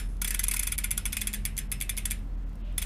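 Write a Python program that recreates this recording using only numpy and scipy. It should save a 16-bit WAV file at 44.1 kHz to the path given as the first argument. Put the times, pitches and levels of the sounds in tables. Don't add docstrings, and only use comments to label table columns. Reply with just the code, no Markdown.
import sys
import numpy as np
from scipy import signal
from scipy.io import wavfile

SR = 44100
rng = np.random.default_rng(int(sys.argv[2]) if len(sys.argv) > 2 else 0)


def to_wav(sig):
    pcm = np.clip(np.atleast_2d(sig), -1, 1) * 32767
    pcm = np.round(pcm).astype(np.int16)
    wavfile.write(sys.argv[1], SR, pcm.T)


def boost(x):
    u = np.asarray(x, float) / 20
    return 10 ** u


N = 125685
LEAD = 2048


def rms_one(x):
    return x / np.sqrt(np.mean(x ** 2) + 1e-20)


def at_hz(points, hz):
    points_hz, values = np.transpose(points)
    return np.interp(np.log(hz), np.log(points_hz), values)


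def resonance(x, hz, width_hz):
    r = np.exp(-np.pi * width_hz / SR)
    b = [(1 - r * r) / 2, 0, (r * r - 1) / 2]
    a = [1, -2 * r * np.cos(2 * np.pi * hz / SR), r * r]
    return signal.lfilter(b, a, x + 1e-18)


def narrow_noise(count, hz, width_hz):
    noise = rng.standard_normal(count)
    return resonance(resonance(noise, hz, width_hz), hz, width_hz)


def band_pass(x, low_hz, high_hz):
    return signal.sosfilt(signal.butter(2, [low_hz, high_hz], "band", fs=SR, output="sos"), x)


def fade(x, seconds):
    return signal.lfilter([1], [1, -np.exp(-1 / (seconds * SR))], x + 1e-18)


def bands(low_hz, count):
    white = rng.standard_normal((2, N + LEAD))
    edges = low_hz * 2 ** (np.arange(count + 1) / 3)
    return [(np.sqrt(low * high), band_pass(white[k % 2], low, high))
            for k, (low, high) in enumerate(zip(edges, edges[1:]))]


def hump(start_s, length_s):
    t = np.arange(N) / SR
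    return np.sin(np.pi * np.clip((t - start_s) / length_s, 0, 1))


def train(s, gains):
    out = np.zeros(N + LEAD)
    place = np.clip(s * SR + LEAD, 0, N + LEAD - 1).astype(int)
    np.add.at(out, place, gains)
    return out


# main pawl in seconds, its level in dB,
# early pawl lead in ms, late pawl lag in ms, late pawl in dB against the main one.
QUICK_TEETH = [(-.012, -19, 2, 5, -2), (.2178, -19, 2, 2.5, 0), (.2456, -17, .5, 3, -2),
               (.2765, -21, 2, 3, -1), (.3066, -14, 0, 2, -5), (.3445, -19, 2.5, 2, 1),
               (.3934, -11, 2, 1.5, -4), (.4378, -18, 4, 2, 1), (.4832, -16, 1.5, 3, -2),
               (.5126, -17, 2, 3, -2), (.5381, -17, 1, 4, 0), (.565, -22, 2, 3.5, 1), (.5935, -19, 1, 3, 2),
               (.6305, -19, 4, 2.5, 0), (.6705, -22, 2, 2.8, 6), (.7212, -16, 3, 3, -5),
               (.7805, -19, 0, 5.3, 5), (.8418, -16, 4, 1.5, 0)]
SLOW_TEETH = [(.9075, -17, 0, 5.6, 4), (.9773, -13, 4.5, 2, -5), (1.0546, -16, 0, 7, -3),
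              (1.1277, -19, 4.5, 2, 0), (1.1686, -18, 1, 3, -2), (1.2145, -21, 5, 3, -2),
              (1.2714, -20, 1.5, 4.5, -1), (1.3373, -21, 7, 6.5, 0), (1.4525, -16, 0, 7, -4),
              (1.5777, -19, 10, 9.7, -4), (1.7166, -16, 0, 6.7, -4), (1.8117, -17, 8.5, 10.4, -3),
              (1.894, -16, 0, 4, -3), (1.9752, -18, 7, 7, -2), (2.0547, -16, 1.5, 2, -3),
              (2.1094, -19, 5.5, 7, -2), (2.7804, -17, 2, 2, -2), (2.8212, -23, 4, 4, 0)]
QUICK_CHANGE_DB = [0, 0.5, 0, 4.5, -1.5, 0, -4, 0.5, -5, 1.5, 0, 1, -0.5, -1.5, 0.5, 0, -1.5, -3.5]
SLOW_CHANGE_DB = [-3.5, -3.5, -0.5, 0.5, 1, 4.5, 2, 3.5, -1.5, 2.5, -2, -0.5, -2, 0.5, -3, 1.5, 0, 3.5]
# start in seconds, level in dB.
FINGER_TICKS = [
    (0.168, -55),
    (.4695, -38.5),
    (2.19, -56),
    (2.4935, -62),
    (2.53, -65),
    (2.555, -57),
    (2.64, -72),
    (2.725, -61.5),
]


def drops():
    s, db, lead_ms, lag_ms, late_db = np.transpose([*QUICK_TEETH, *SLOW_TEETH])
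    db = db + np.array([*QUICK_CHANGE_DB, *SLOW_CHANGE_DB])
    tick_s, tick_db = np.transpose(FINGER_TICKS)
    early_db = np.minimum(db, db + late_db) - 15
    firm_s = np.concatenate([s, s + lag_ms / 1000])
    firm_db = np.concatenate([db, db + late_db])
    soft_s = np.concatenate([s - lead_ms / 1000, tick_s])
    soft_db = np.concatenate([early_db, tick_db])
    return firm_s, firm_db, soft_s, soft_db


# lowest Hz, highest Hz; in the order of the columns below.
PARTS_HZ = [(850, 1600), (1700, 2100), (2100, 2800), (3000, 3800), (10200, 11500)]
# rim thump in dB,
# long spokes in dB, short spokes in dB, shell in dB, ratchet ring in dB.
TOOTH_SHAKES = [(13, 1, 0, 7.5, 1), (7.5, -18, 1.5, -2, -3.5), (5, -3.5, 1.5, 3.5, -3),
                (-9, -4, -4.5, -9, -4.5), (-6.5, 4.5, 0.5, -2, -3), (1, -7, 0.5, 1, -1),
                (-2, 3.5, -7, 1, 1.5), (3, -13.5, 1.5, 4, -2), (10, -19, 3.5, -2, 6.5),
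                (-2, -6, 2.5, -8, 1.5), (7.5, -4, -8, -7, -2), (-1, -8, 5.5, 2, -0.5),
                (3, -6.5, 2, -4.5, 4), (7.5, -1.5, 1.5, 1, 1.5), (4.5, -5, 1, -3.5, 0.5),
                (3.5, -18.5, 2.5, 3.5, -0.5), (-0.5, -8.5, -0.5, -5, 1.5), (3.5, -10, 6, 3.5, 3.5),
                (2, -9, 2, 1.5, 4), (7.5, -18, -5.5, 2.5, 1.5), (3, -16, 4.5, 1.5, 0),
                (4.5, -9, -1.5, -0.5, -4), (-12, -20, 4.5, 2, -1.5), (-2, -5, 0, 2, -3),
                (1, -3, 3.5, 1, -1), (-21, -2.5, -1, 3.5, -3.5), (0, -2, 4, 2, 3), (-17, -1, -0.5, 1.5, 1),
                (3, -8, 3, 4.5, 4), (-21, -7, 2, 1.5, 1), (-12, -3, 1, 5, 3), (-3, -14, 2, 3.5, -0.5),
                (3, 3.5, -1, 1, 1.5), (-4, -4, 0, 4, -2), (4, -24, 3, 4, -1), (3, -16, 0.5, 4.5, -4)]


def shakes(hz, count):
    for part, (low_hz, high_hz) in enumerate(PARTS_HZ):
        if low_hz <= hz < high_hz:
            return np.resize(np.array(TOOTH_SHAKES)[:, part], count)
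    return np.zeros(count)


# centre in Hz, width in Hz, level in dB.
SNAP_BODY = [(1017, 130, -21), (1442, 37, -19), (2270, 270, -9), (3320, 140, -12.5), (4760, 190, -11.5),
             (6180, 460, -6), (8320, 590, -1.5), (9300, 270, -5), (10815, 580, 7), (11180, 2700, -4.5),
             (12700, 420, -13), (13740, 1800, -2)]


def snap(s, db, firm=True):
    chatter_s, chatter_db, grit_db, varies_db = 0.0027, -1, 1.5, 1.8
    grit = rng.standard_normal(N + LEAD) * boost(grit_db * rng.standard_normal(N + LEAD))
    vary = varies_db * rng.standard_normal((len(s), len(SNAP_BODY)))
    out = 0
    for k, (hz, width_hz, level_db) in enumerate(SNAP_BODY):
        hits = train(s, boost(db + level_db + firm * shakes(hz, len(s)) + vary[:, k]))
        drive = 3 * hits + boost(chatter_db) * grit * fade(hits, chatter_s)
        out = out + (-1) ** k * resonance(drive, hz, width_hz) * np.sqrt(SR / 20 / width_hz)
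    return boost(-4.5) * out


def crack(s, db, ms, top_hz):
    burst = rng.standard_normal(N + LEAD) * fade(train(s, boost(db)), ms / 1000)
    return band_pass(burst, 2680, top_hz)


# pitch in Hz, level in dB, time to fall 60 dB in seconds.
HUB_MODES = [(1728, -50, .2), (1900, -34, .035), (2040, -41, .08), (2114, -43, .1), (2369, -42, .1),
             (2492, -45, .12), (2610, -51, .28), (5250, -52, .28), (6240, -43, .08), (7205, -44, .13),
             (7335, -47, .12), (8245, -42, .12), (9160, -38, .09), (9322, -60, .5),
             (2250, -33, .04), (3410, -35, .04), (3480, -36, .045), (8863, -40, .08), (9630, -38, .1),
              (9950, -40, .06), (10516, -35, .06), (10690, -27, .045), (10860, -33, .04), (11150, -43, .09),
              (11677, -41, .07), (12700, -46, .07), (14000, -41, .05)]


def ringing(s, db):
    detune_cycles, varies_db = 1.2, 4.0
    modes = HUB_MODES
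    vary = varies_db * rng.standard_normal((len(s), len(modes)))
    sign = np.sign(rng.standard_normal(vary.shape))
    stray = np.resize(rng.integers(-1, 2, (len(TOOTH_SHAKES), len(modes))), vary.shape)
    out = 0
    for k, (hz, level_db, t60) in enumerate(modes):
        gains = sign[:, k] * boost(db + level_db + 12.5 + shakes(hz, len(s)) + vary[:, k])
        r = boost(-60 / (t60 * SR))
        for step in (-1, 0, 1):
            w = 2 * np.pi * (hz + step * detune_cycles / t60) / SR
            hits = train(s, gains * (stray[:, k] == step))
            out = out + signal.lfilter([0, np.sin(w)], [1, -2 * r * np.cos(w), r * r], hits + 1e-18)
    return out


# frequency in Hz, level in dB per Hz.
TAIL_COLOUR = [(530, -53.5), (900, -23.5), (1840, -4.5), (2450, -9.5), (2890, -10), (4550, -14),
               (5240, -13.5), (11000, -8), (15500, -38)]
# frequency in Hz, time to fall 60 dB in seconds.
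TAIL_DECAY = [(1000, 0.18), (2500, 0.31), (6000, 0.099), (14000, 0.14)]


def tail(s, db):
    rise_s, walls_db, walls_t60_s = 0.0017, -12, 0.37
    per_t60 = np.log(10 ** 6)
    out = 0
    for hz, noise in bands(760, count=13):
        hits = train(s, boost(db + shakes(hz, len(s)) / 2) ** 2)
        power = fade(hits, rise_s) / (rise_s * SR)
        wheel = fade(power, at_hz(TAIL_DECAY, hz) / per_t60)
        walls = boost(walls_db) ** 2 * fade(power, walls_t60_s / per_t60)
        out = out + boost(-11 + at_hz(TAIL_COLOUR, hz)) * noise * np.sqrt(wheel + walls)
    return out


def hub():
    s, db, soft_s, soft_db = drops()
    firm = snap(s, db) + crack(s, db - 10.5, 0.76, 17000) + ringing(s, db) + tail(s, db)
    soft = crack(soft_s, soft_db + 2, 4, 12400) + boost(2.0) * snap(soft_s, soft_db, firm=False)
    out = (firm + soft)[LEAD:]
    top_ring = resonance(out, 10800, 1500) * (np.arange(N) > 2.7 * SR)
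    return out - (1 - boost(0.5)) * top_ring


# time in seconds, pitch in Hz, level in dB.
MOTOR_HUM = [(0.0, 43, -37), (0.05, 42.44, -31), (0.93, 42.76, -37.5), (0.98, 42.7, -36), (1.02, 42.5, -42),
             (1.07, 42.8, -30.5), (1.14, 41.6, -38.5), (1.3, 43.2, -36), (1.34, 44.2, -46),
             (1.39, 42.76, -32.5), (1.86, 42.06, -38.5), (1.87, 42.13, -34.5), (2.81, 42.5, -34),
             (2.85, 42.1, -31)]
# start in seconds, length in seconds, pitch in Hz, level in dB.
MOTOR_SWELLS = [
    (-.2, 0.43, 204.7, -52),
    (0.963, 0.634, 207, -46.5),
    (1.797, 0.68, 207.3, -52),
    (0.752, 0.34, 142.8, -51.5),
    (1.297, .6, 139.4, -50),
    (1.94, 0.97, 279.5, -59.5),
    (2.608, 0.45, 177.6, -52),
]
# centre in Hz, width in Hz, level in dB.
MOTOR_DRONE = [(27, 12, -50.5), (90.9, 10, -54), (146.3, 6.1, -74), (206.2, 21, -55), (273.6, 4.65, -70),
               (13660, 60, -82)]


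def motor():
    t = np.arange(N) / SR
    s, hz, db = np.transpose(MOTOR_HUM)
    phase = 2 * np.pi * np.cumsum(np.interp(t, s, hz)) / SR
    out = np.sqrt(2) * boost(np.interp(t, s, db)) * np.sin(phase)
    for start_s, length_s, partial_hz, level_db in MOTOR_SWELLS:
        partial = np.sqrt(2) * np.sin(2 * np.pi * partial_hz * t)
        out = out + boost(level_db) * hump(start_s, length_s) * partial
    for centre_hz, width_hz, level_db in MOTOR_DRONE:
        out = out + boost(level_db) * rms_one(narrow_noise(N + SR, centre_hz, width_hz)[SR:])
    return out


# frequency in Hz, level in dB per Hz.
AIR_COLOUR = [(35, -27), (60, -3), (160, -8.5), (281, -16), (398, -23), (1380, -31.5), (5000, -46.5),
              (15500, -55)]


def air():
    floor = sum(boost(at_hz(AIR_COLOUR, hz)) * noise for hz, noise in bands(53.65, count=25))[LEAD:]
    rumble = band_pass(rng.standard_normal(N + SR), 34, 76.4)[SR:]
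    return boost(-46.5) * rms_one(floor) + boost(-44) * rms_one(rumble)


# start in seconds, length in seconds.
RUB_TIMES = [
    (2.58, .21),
    (2.56, .22),
    (2.62, .1),
    (-.1, .31),
    (-.1, .3),
    (2.842, .02),
]
# centre in Hz, width in Hz, level in dB.
RUB_COLOURS = [(2753, 1500, -61.5), (3060, 450, -83), (594, 19, -55.5), (10600, 910, -62),
               (6740, 7500, -65.5), (637, 1170, -51.5)]


def fingers():
    out = np.zeros(N)
    for (start_s, length_s), (hz, width_hz, db) in zip(RUB_TIMES, RUB_COLOURS):
        out += boost(db) * hump(start_s, length_s) * rms_one(narrow_noise(N, hz, width_hz))
    return out


def scene():
    return (hub() + motor() + air() + fingers())[None]


# middle in seconds, length in seconds, sinks above Hz, change
# in dB.
TREBLE_DIPS = [
    (.083, .014, 2500, -8),
    (.461, .01, 700, -10),
    (.768, .022, 700, -12),
    (1.684, .024, 3500, -11),
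    (2.365, .02, 3000, -9),
    (2.452, .028, 3000, -8),
    (2.632, .036, 4000, -16),
]


def sink_treble(x):
    t, out = np.arange(N) / SR, x
    for middle_s, length_s, hz, db in TREBLE_DIPS:
        treble = signal.sosfiltfilt(signal.butter(4, hz, "high", fs=SR, output="sos"), x)
        dip = np.clip(2 - 4 * abs(t - middle_s) / length_s, 0, 1)
        out = out - (1 - boost(min(db, 0))) * treble * dip
    return out


def roll_off(x):
    return signal.sosfilt(signal.butter(12, 16500, fs=SR, output="sos"), x)


def record(dry):
    step = signal.ellip(3, 1.5, 14, 15050, fs=SR, output="sos")
    end = signal.butter(10, 15700, fs=SR, output="sos")
    mix = signal.sosfilt(np.vstack([step, end]), sink_treble(dry))
    return roll_off(mix)


dry = scene()
out = record(dry)
to_wav(out)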